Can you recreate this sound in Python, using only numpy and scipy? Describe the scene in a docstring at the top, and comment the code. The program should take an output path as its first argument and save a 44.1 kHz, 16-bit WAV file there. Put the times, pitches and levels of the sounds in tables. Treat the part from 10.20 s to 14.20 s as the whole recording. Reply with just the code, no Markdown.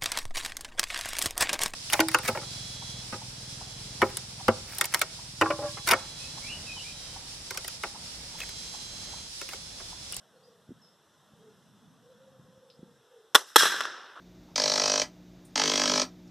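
"""An air rifle and a small exploding target in a dry field, heard at a hand-held camera.
First still air and a low rumble, with a far dove, a small bird and handling bumps; at 2.5 s a twig snaps.
At 3.15 s the rifle fires close by: piston and muzzle pulses set its barrel and spring ringing.
A fifth of a second later the target's bang arrives; shot and bang both overload the microphone.
The wood behind the target scatters the bang back as a hissing tail with a few distinct echoes."""
import sys
import numpy as np
from scipy import signal
from scipy.fft import rfft, irfft
from scipy.io import wavfile
from scipy.ndimage import uniform_filter1d

SR = 44100
rng = np.random.default_rng(int(sys.argv[2]) if len(sys.argv) > 2 else 0)


def generate_wav(signal):
    """Clip the signal to [-1, 1] and save it as 16-bit WAV at the path in sys.argv[1]."""
    frames = np.transpose(np.atleast_2d(signal))
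    scaled = np.clip(frames, -1, 1) * 32767
    pcm = np.round(scaled).astype(np.int16)
    wavfile.write(sys.argv[1], SR, pcm)


N = 176400
TIME = np.arange(N) / SR


def amp(db):
    return 10 ** (np.asarray(db) / 20)


def curve_at(points, hz):
    """A table's value at hz, on a log-frequency axis."""
    f, value = np.transpose(points)
    return np.interp(np.log(hz + 1), np.log(f + 1), value)


def since(start):
    """Seconds since start, zero before."""
    return np.maximum(TIME - start, 0)


def drift(hz):
    """Random modulation of rms 1, rolling off above hz."""
    x = irfft(rfft(rng.standard_normal(N)) / (1 + (np.fft.rfftfreq(N, 1 / SR) / hz) ** 4), N)
    return x / x.std()


def low_cut(x, hz):
    """Second-order high-pass."""
    return signal.sosfilt(signal.butter(2, hz, "high", fs=SR, output="sos"), x)


# stereo image of the noise layers (frequency [Hz], left-right correlation [0..1])
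STEREO_IMAGE = [(30, 0.62), (500, 0.99), (1500, 1), (3000, 1), (5000, 0.87), (8000, 0.51), (14000, 0.85)]
def noise(spectrum, patchy_db, start=0, t60=None, size=256):
    """Stereo noise with a spectrum, random patches and, if given, a decay by band."""
    frames = dict(nperseg=size, noverlap=size * 3 // 4)
    hz, t, white = signal.stft(rng.standard_normal((2, N)), SR, **frames)
    alike = np.clip(curve_at(STEREO_IMAGE, hz), -1, 1)[:, None]
    mid, side = np.sqrt((1 + alike) / 2) * white[0], np.sqrt((1 - alike) / 2) * white[1]
    patches = uniform_filter1d(rng.standard_normal(mid.shape), size=5, axis=0)
    patches = uniform_filter1d(patches, size=5, axis=1)
    db = curve_at(spectrum, hz)[:, None] + patchy_db * patches / patches.std()
    if t60:
        db = db - 60 * np.maximum(t - start, 0) / curve_at(t60, hz)[:, None]
    return signal.istft(np.array([mid + side, mid - side]) * amp(db), SR, **frames)[1][:, :N]


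def pulse(start, db, ms):
    """A blast wave: instant rise, a fall to zero in ms, then suction."""
    u = since(start) * 1000 / ms
    return amp(db) * np.clip((TIME - start) * SR, 0, 1) * (1 - u) * np.exp(-u)


def blasts(rows, low_hz):
    """Each blast wave drags a short turbulent hiss behind it."""
    hiss = sum(amp(db) * (TIME > s) * np.exp(-since(s) * 1000 / ms) for s, _, _, db, ms in rows)
    white = noise([(1, 0), (SR, 0)], patchy_db=0)
    return low_cut(sum(pulse(*row[:3]) for row in rows) + hiss * white, low_hz)


def ring(start, modes):
    """Damped modes struck together."""
    t = since(start)
    return sum(amp(db - 60 * t / t60) * np.sin(2 * np.pi * hz * t) for hz, db, t60 in modes)


def scatter(start, spectrum, t60, rise_s, flutter_db):
    """Countless small reflections that build up, flutter and die away."""
    swell = np.sqrt(np.minimum(since(start) / rise_s, 1))
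    flutter = amp(flutter_db * drift(130))
    return swell * flutter * noise(spectrum, patchy_db=2, start=start + rise_s, t60=t60)


def smeared(call, fade_s):
    """A call as it arrives through foliage: a cloud of echoes that fades."""
    echoes = rng.standard_normal((2, SR // 2)) * np.exp(-TIME[:SR // 2] / fade_s)
    return signal.fftconvolve(call[None], echoes / np.linalg.norm(echoes[0]), axes=1)[:, :N]


# tone of the air bed and of the rumble (frequency [Hz], level [dB])
AIR_SPECTRUM = [(25, -56.5), (60, -39.5), (130, -39), (220, -46), (400, -45), (700, -46), (1300, -57.5),
                (2200, -57.5), (3400, -57), (8000, -58), (14000, -62)]
RUMBLE_SPECTRUM = [(25, -35), (70, -13), (130, 0), (200, -1), (280, -18), (400, -45), (1000, -41),
                   (14000, -86)]
# fader ride on the rumble (time [s], gain [dB])
RUMBLE_RIDE = [(0, -28), (.2, -25), (.4, -25), (.55, -16), (.75, -31.5), (1.05, -24.5), (1.2, -21),
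               (1.5, -17.5), (1.8, -18.5), (2.1, -20.5), (2.25, -16), (2.5, -27), (2.72, -16), (2.9, -42),
               (4, -52)]
def field():
    """Steady outdoor hush and a low rumble that swells and fades."""
    ride = amp(np.interp(TIME, *np.transpose(RUMBLE_RIDE)) + .5 * drift(23))
    hush = noise(AIR_SPECTRUM, patchy_db=2, size=2048) * amp(.5 * drift(1))
    return hush + ride * noise(RUMBLE_SPECTRUM, patchy_db=1.06, size=2048)


# the dove's phrase (time [s], length [s], level [dB], start pitch [Hz], mid pitch [Hz], end pitch [Hz])
DOVE_COOS = [(0.117, 0.3, -52.5, 480, 491, 435), (1.137, .2, -52.5, 485, 449, 417),
             (1.809, 0.17, -51.5, 465, 495, 518), (1.92, 0.31, -55, 510, 532, 498),
             (2.213, .56, -54.5, 515, 501.7, 471.5), (2.695, 0.29, -60.5, 475, 464, 470),
             (2.897, .15, -48.5, 490, 465, 427)]
def dove():
    """Far, nearly pure coos on a curve of pitch, blurred by the trees."""
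    out = np.zeros(N)
    blur = 1 + 0.99 * (drift(hz=38.45) + 1j * drift(hz=38.45))  # wavers both level and phase
    for start, length, db, *pitches in DOVE_COOS:
        u = np.minimum(since(start) / length, 1)
        hz = np.polyval(np.polyfit([0, .5, 1], pitches, 2), u)
        tone = (blur * np.exp(2j * np.pi * np.cumsum(hz) / SR)).real
        out += amp(db) * abs(np.sin(np.pi * u)) ** 0.69 * tone
    return out + amp(-2) * smeared(out, fade_s=0.034)[0]


# bird calls (time [s], level [dB], start pitch [Hz], end pitch [Hz], glide [s], tail decay [s])
BIRD_CHIPS = [(.15, -53, 4360, 4250, .03, 0.16), (.222, -50, 4380, 5330, 0.033, .04),
              (.610, -49, 5600, 4900, 0.0395, .06)]
def small_bird():
    """Thin gliding chips, each smeared by the foliage."""
    out = np.zeros((2, N))
    for start, db, start_hz, end_hz, glide, fade in BIRD_CHIPS:
        u = np.minimum(since(start) / glide, 1)
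        hz = start_hz + (end_hz - start_hz) * u
        call = np.sin(np.pi * u) * np.sin(2 * np.pi * np.cumsum(hz) / SR)
        out += amp(db) * (0.33 * call + smeared(call, fade))
    return out


# thumps of the hand (time [s], level [dB], pitch [Hz])
HAND_BUMPS = [(0.491, -15, 130), (0.505, -23.5, 286), (0.516, -19.5, 232), (1.135, -26.5, 120),
              (1.677, -29, 130), (2.195, -23.5, 140), (2.244, -33, 100), (2.376, -32, 108),
              (2.591, -23, 160), (2.629, -19, 191), (2.630, -38, 357)]
def handling(decay_s=0.0037, dull_hz=445):
    """Soft, muffled bumps on the camera body, a few cycles at most."""
    out = np.zeros(N)
    for start, db, hz in HAND_BUMPS:
        u = since(start) / decay_s
        out += amp(db) * 2 * np.sqrt(u) * np.exp(-u) * np.sin(2 * np.pi * hz * since(start))
    return signal.sosfilt(signal.butter(3, dull_hz, fs=SR, output="sos"), out)


# the snap's wash: tone (frequency [Hz], level [dB]) and decay (frequency [Hz], t60 [s])
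TWIG_SPECTRUM = [(1500, -79), (2400, -41), (3300, -51), (4300, -40), (5100, -37), (6200, -67), (12000, -70)]
TWIG_DECAY = [(2400, 0.1), (3500, 0.13), (5000, 0.27)]
def twig(snap_s=2.5):
    """One small dry snap and its short wash."""
    band = signal.butter(3, [2400, 5400], "band", fs=SR, output="sos")
    crack = signal.sosfilt(band, pulse(snap_s + .001, db=-24, ms=.1))
    return crack + scatter(snap_s, TWIG_SPECTRUM, TWIG_DECAY, rise_s=.001, flutter_db=0)


# tone of the deep wood and of the field's far edge (frequency [Hz], level [dB])
WOOD_SPECTRUM = [(60, -55.5), (200, -26.5), (500, -27), (1500, -32.5), (3400, -30.5), (5500, -26),
                 (8000, -38.5), (13000, -46)]
FAR_EDGE_SPECTRUM = [(60, -61), (400, -34.5), (900, -38), (1400, -30.5), (2000, -47), (3400, -49),
                     (6000, -53), (13000, -79)]
# decay of both (frequency [Hz], t60 [s])
WOOD_DECAY = [(200, 1.1), (1500, 2.4), (4000, 1.02), (13000, 0.2)]
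def distant_tail():
    """The bang blooms in the deep wood, then slaps back from the far edge of the field."""
    wood = scatter(3.42, WOOD_SPECTRUM, WOOD_DECAY, rise_s=0.2, flutter_db=0.5)
    far_edge = scatter(3.955, FAR_EDGE_SPECTRUM, WOOD_DECAY, rise_s=0.0081, flutter_db=1.5)
    return wood + far_edge


# slaps off trees (time [s], pulse level [dB], pulse length [ms], hiss level [dB], hiss decay [ms])
TREE_SLAPS = [(3.3732, -8, 0.054, -13, 4.8), (3.4090, 8, 0.1, -22, 3), (3.4140, 3, 0.082, -25, 2),
              (3.4230, 11, 0.079, -4.5, 5.2), (3.4325, 1.5, 0.53, -9, 9.6), (3.4555, 4, 0.17, -7.5, 9.6),
              (3.4795, -2, 0.083, -9, 1.5), (3.5210, -14, 0.27, -11.5, 5.2), (3.5430, -7, 0.39, -28, 15),
              (3.6068, 1, 0.16, -11, 4.7), (3.6120, 7.5, 0.067, -30, 1.7), (3.6215, -9, 0.071, -40, 4.5),
              (3.6360, -15, .12, -23, 6.5), (3.6540, 1.5, 0.12, -22, 6.1), (3.7820, -26, 0.63, -42, 3.6),
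              (3.9630, -26, .2, -52, 3.6)]
def tree_echoes(dull_hz=3615):
    """Single trees throw back distinct, dulled echoes of the bang."""
    return signal.lfilter(*signal.butter(1, dull_hz, fs=SR), blasts(TREE_SLAPS, low_hz=120))


# the leaves' wash: tone (frequency [Hz], level [dB]) and decay (frequency [Hz], t60 [s])
LEAF_SPECTRUM = [(60, -27.5), (200, -22.5), (370, -12.5), (700, -29.5), (1500, -8), (3400, -11),
                 (5500, -6.5), (8000, -9.5), (13000, -10)]
LEAF_DECAY = [(200, 1), (1500, 0.96), (4000, 0.55), (8000, 0.51), (13000, .38)]
def foliage(start, rise_s, flutter_db):
    """Near leaves scatter a blast into a bright, hissing tail."""
    return scatter(start, LEAF_SPECTRUM, LEAF_DECAY, rise_s, flutter_db)


# the shot's attack: piston, muzzle, reflection
# (time [s], pulse level [dB], pulse length [ms], hiss level [dB], hiss decay [ms])
SHOT_PULSES = [(3.1471, -2, 0.24, 2, 1.83), (3.1514, 19, 0.11, 5.5, 5.3), (3.1587, 20, 0.11, 4, 0.91)]
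# ring of barrel and spring (frequency [Hz], level [dB], t60 [s])
RIFLE_RING = [(1116, -6, 0.034), (1446, -6, .035), (2080, -22, 0.038), (2790, -11, 0.031),
              (3200, -15.5, .03), (3458, -3, .035), (4049, -6, 0.038), (5130, -11, 0.041)]
# the wash off the grass: tone (frequency [Hz], level [dB]) and decay (frequency [Hz], t60 [s])
GRASS_SPECTRUM = [(60, -31), (200, -30.5), (420, -9), (900, -12.5), (1500, -12.5), (3400, -21), (7700, -16),
                  (13000, -21)]
GRASS_DECAY = [(200, .25), (1500, 0.17), (5000, .28), (13000, 0.2)]
def rifle():
    """Pressure pulses and ringing metal, a wash off the grass and a weak return from the foliage."""
    muzzle_s = SHOT_PULSES[1][0]
    direct = blasts(SHOT_PULSES, low_hz=40.4) + ring(muzzle_s, RIFLE_RING)
    grass = scatter(muzzle_s, GRASS_SPECTRUM, GRASS_DECAY, rise_s=.004, flutter_db=1)
    return direct + grass + amp(-31) * foliage(3.255, rise_s=.03, flutter_db=.7)


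# the bang's attack: first crack, main blast, burst of fragments
# (time [s], pulse level [dB], pulse length [ms], hiss level [dB], hiss decay [ms])
BANG_PULSES = [(3.3594, 8.9, 0.48, 3.2, 4.6), (3.3616, 12.7, 0.4, 2.2, 3.9), (3.3640, 4, 0.048, 3.3, 1.7)]
# brief ring just after the bang (frequency [Hz], level [dB], t60 [s])
BANG_RING = [(323, -11.5, 0.047), (459, -14.5, 0.027), (910, -2, 0.013), (980, -3.5, 0.0083),
             (1670, -5, 0.023), (2547, -10.5, .03), (3304, -5.5, 0.058), (4060, -0.5, 0.036),
             (5360, -8.5, 0.02), (7480, -5.5, 0.04)]
def explosion(low_hz=230):
    """The target bursts with a brief ringing; single trees, near foliage and the distance answer."""
    blast_s = BANG_PULSES[1][0]
    direct = blasts(BANG_PULSES, low_hz) + low_cut(ring(blast_s, BANG_RING), low_hz)
    trees = tree_echoes()
    leaves = foliage(blast_s, rise_s=0.039, flutter_db=1)
    # the foliage also repeats the bang's ring, 5 ms behind its hiss
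    tone = ring(0, BANG_RING)[:SR // 90]
    ringing = signal.fftconvolve(leaves, tone[None] / np.linalg.norm(tone), axes=1)[:, :N]
    ringing = amp(-11) * np.roll(ringing, SR // 200, axis=1)
    return direct + trees + leaves + ringing + distant_tail()


def scene():
    """Shot and bang over the quiet field and its small sounds."""
    return rifle() + explosion() + field() + handling() + dove() + small_bird() + twig()


# colour of the microphone behind its small port (frequency [Hz], gain [dB])
MIC_EQ = [(30, -17), (60, -18.5), (100, -23.5), (200, -19.5), (330, -11), (450, -8), (560, -8.5),
          (700, -9.5), (920, -5), (1100, -2), (1350, 0.5), (1700, -2.5), (2000, -8.5), (2270, -18),
          (2750, -8), (3100, -6.5), (3380, -3), (3700, -3.5), (4050, -8), (4600, -16.5), (5300, -5.5),
          (6000, -8), (6800, -15), (7750, -9), (8900, -14), (12000, -12.5), (14000, -24.5)]
def record(dry, overload=0.77, top_hz=14350):
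    """Microphone colour, a slightly brighter right port, overload, then the band limit."""
    hz = np.fft.rfftfreq(8192, 1 / SR)
    tilt_db = curve_at([(1500, 0.084), (6000, 0.0), (12000, 0.48)], hz)
    channels = []
    for channel, sign in zip(dry, (-1, 1)):
        log_gain = np.log(amp(curve_at(MIC_EQ, hz) + sign * tilt_db))
        mirrored = np.r_[log_gain, log_gain[-2:0:-1]]
        impulse = np.fft.ifft(np.exp(np.conj(signal.hilbert(mirrored)))).real  # minimum phase
        channels.append(signal.fftconvolve(channel, impulse[:len(hz)])[:N])
    coloured = np.array(channels)
    clipped = coloured / (1 + (coloured / overload) ** 6) ** (1 / 6)
    crackle = low_cut(clipped - coloured, hz=330)  # the distortion carries no bass
    driven = low_cut(coloured + crackle, hz=103)  # the port's bass roll-off
    high_cut = signal.firwin(255, top_hz, window=("kaiser", 8), fs=SR)
    return signal.oaconvolve(driven, high_cut[None], "same")


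dry = scene()
out = record(dry)
generate_wav(out)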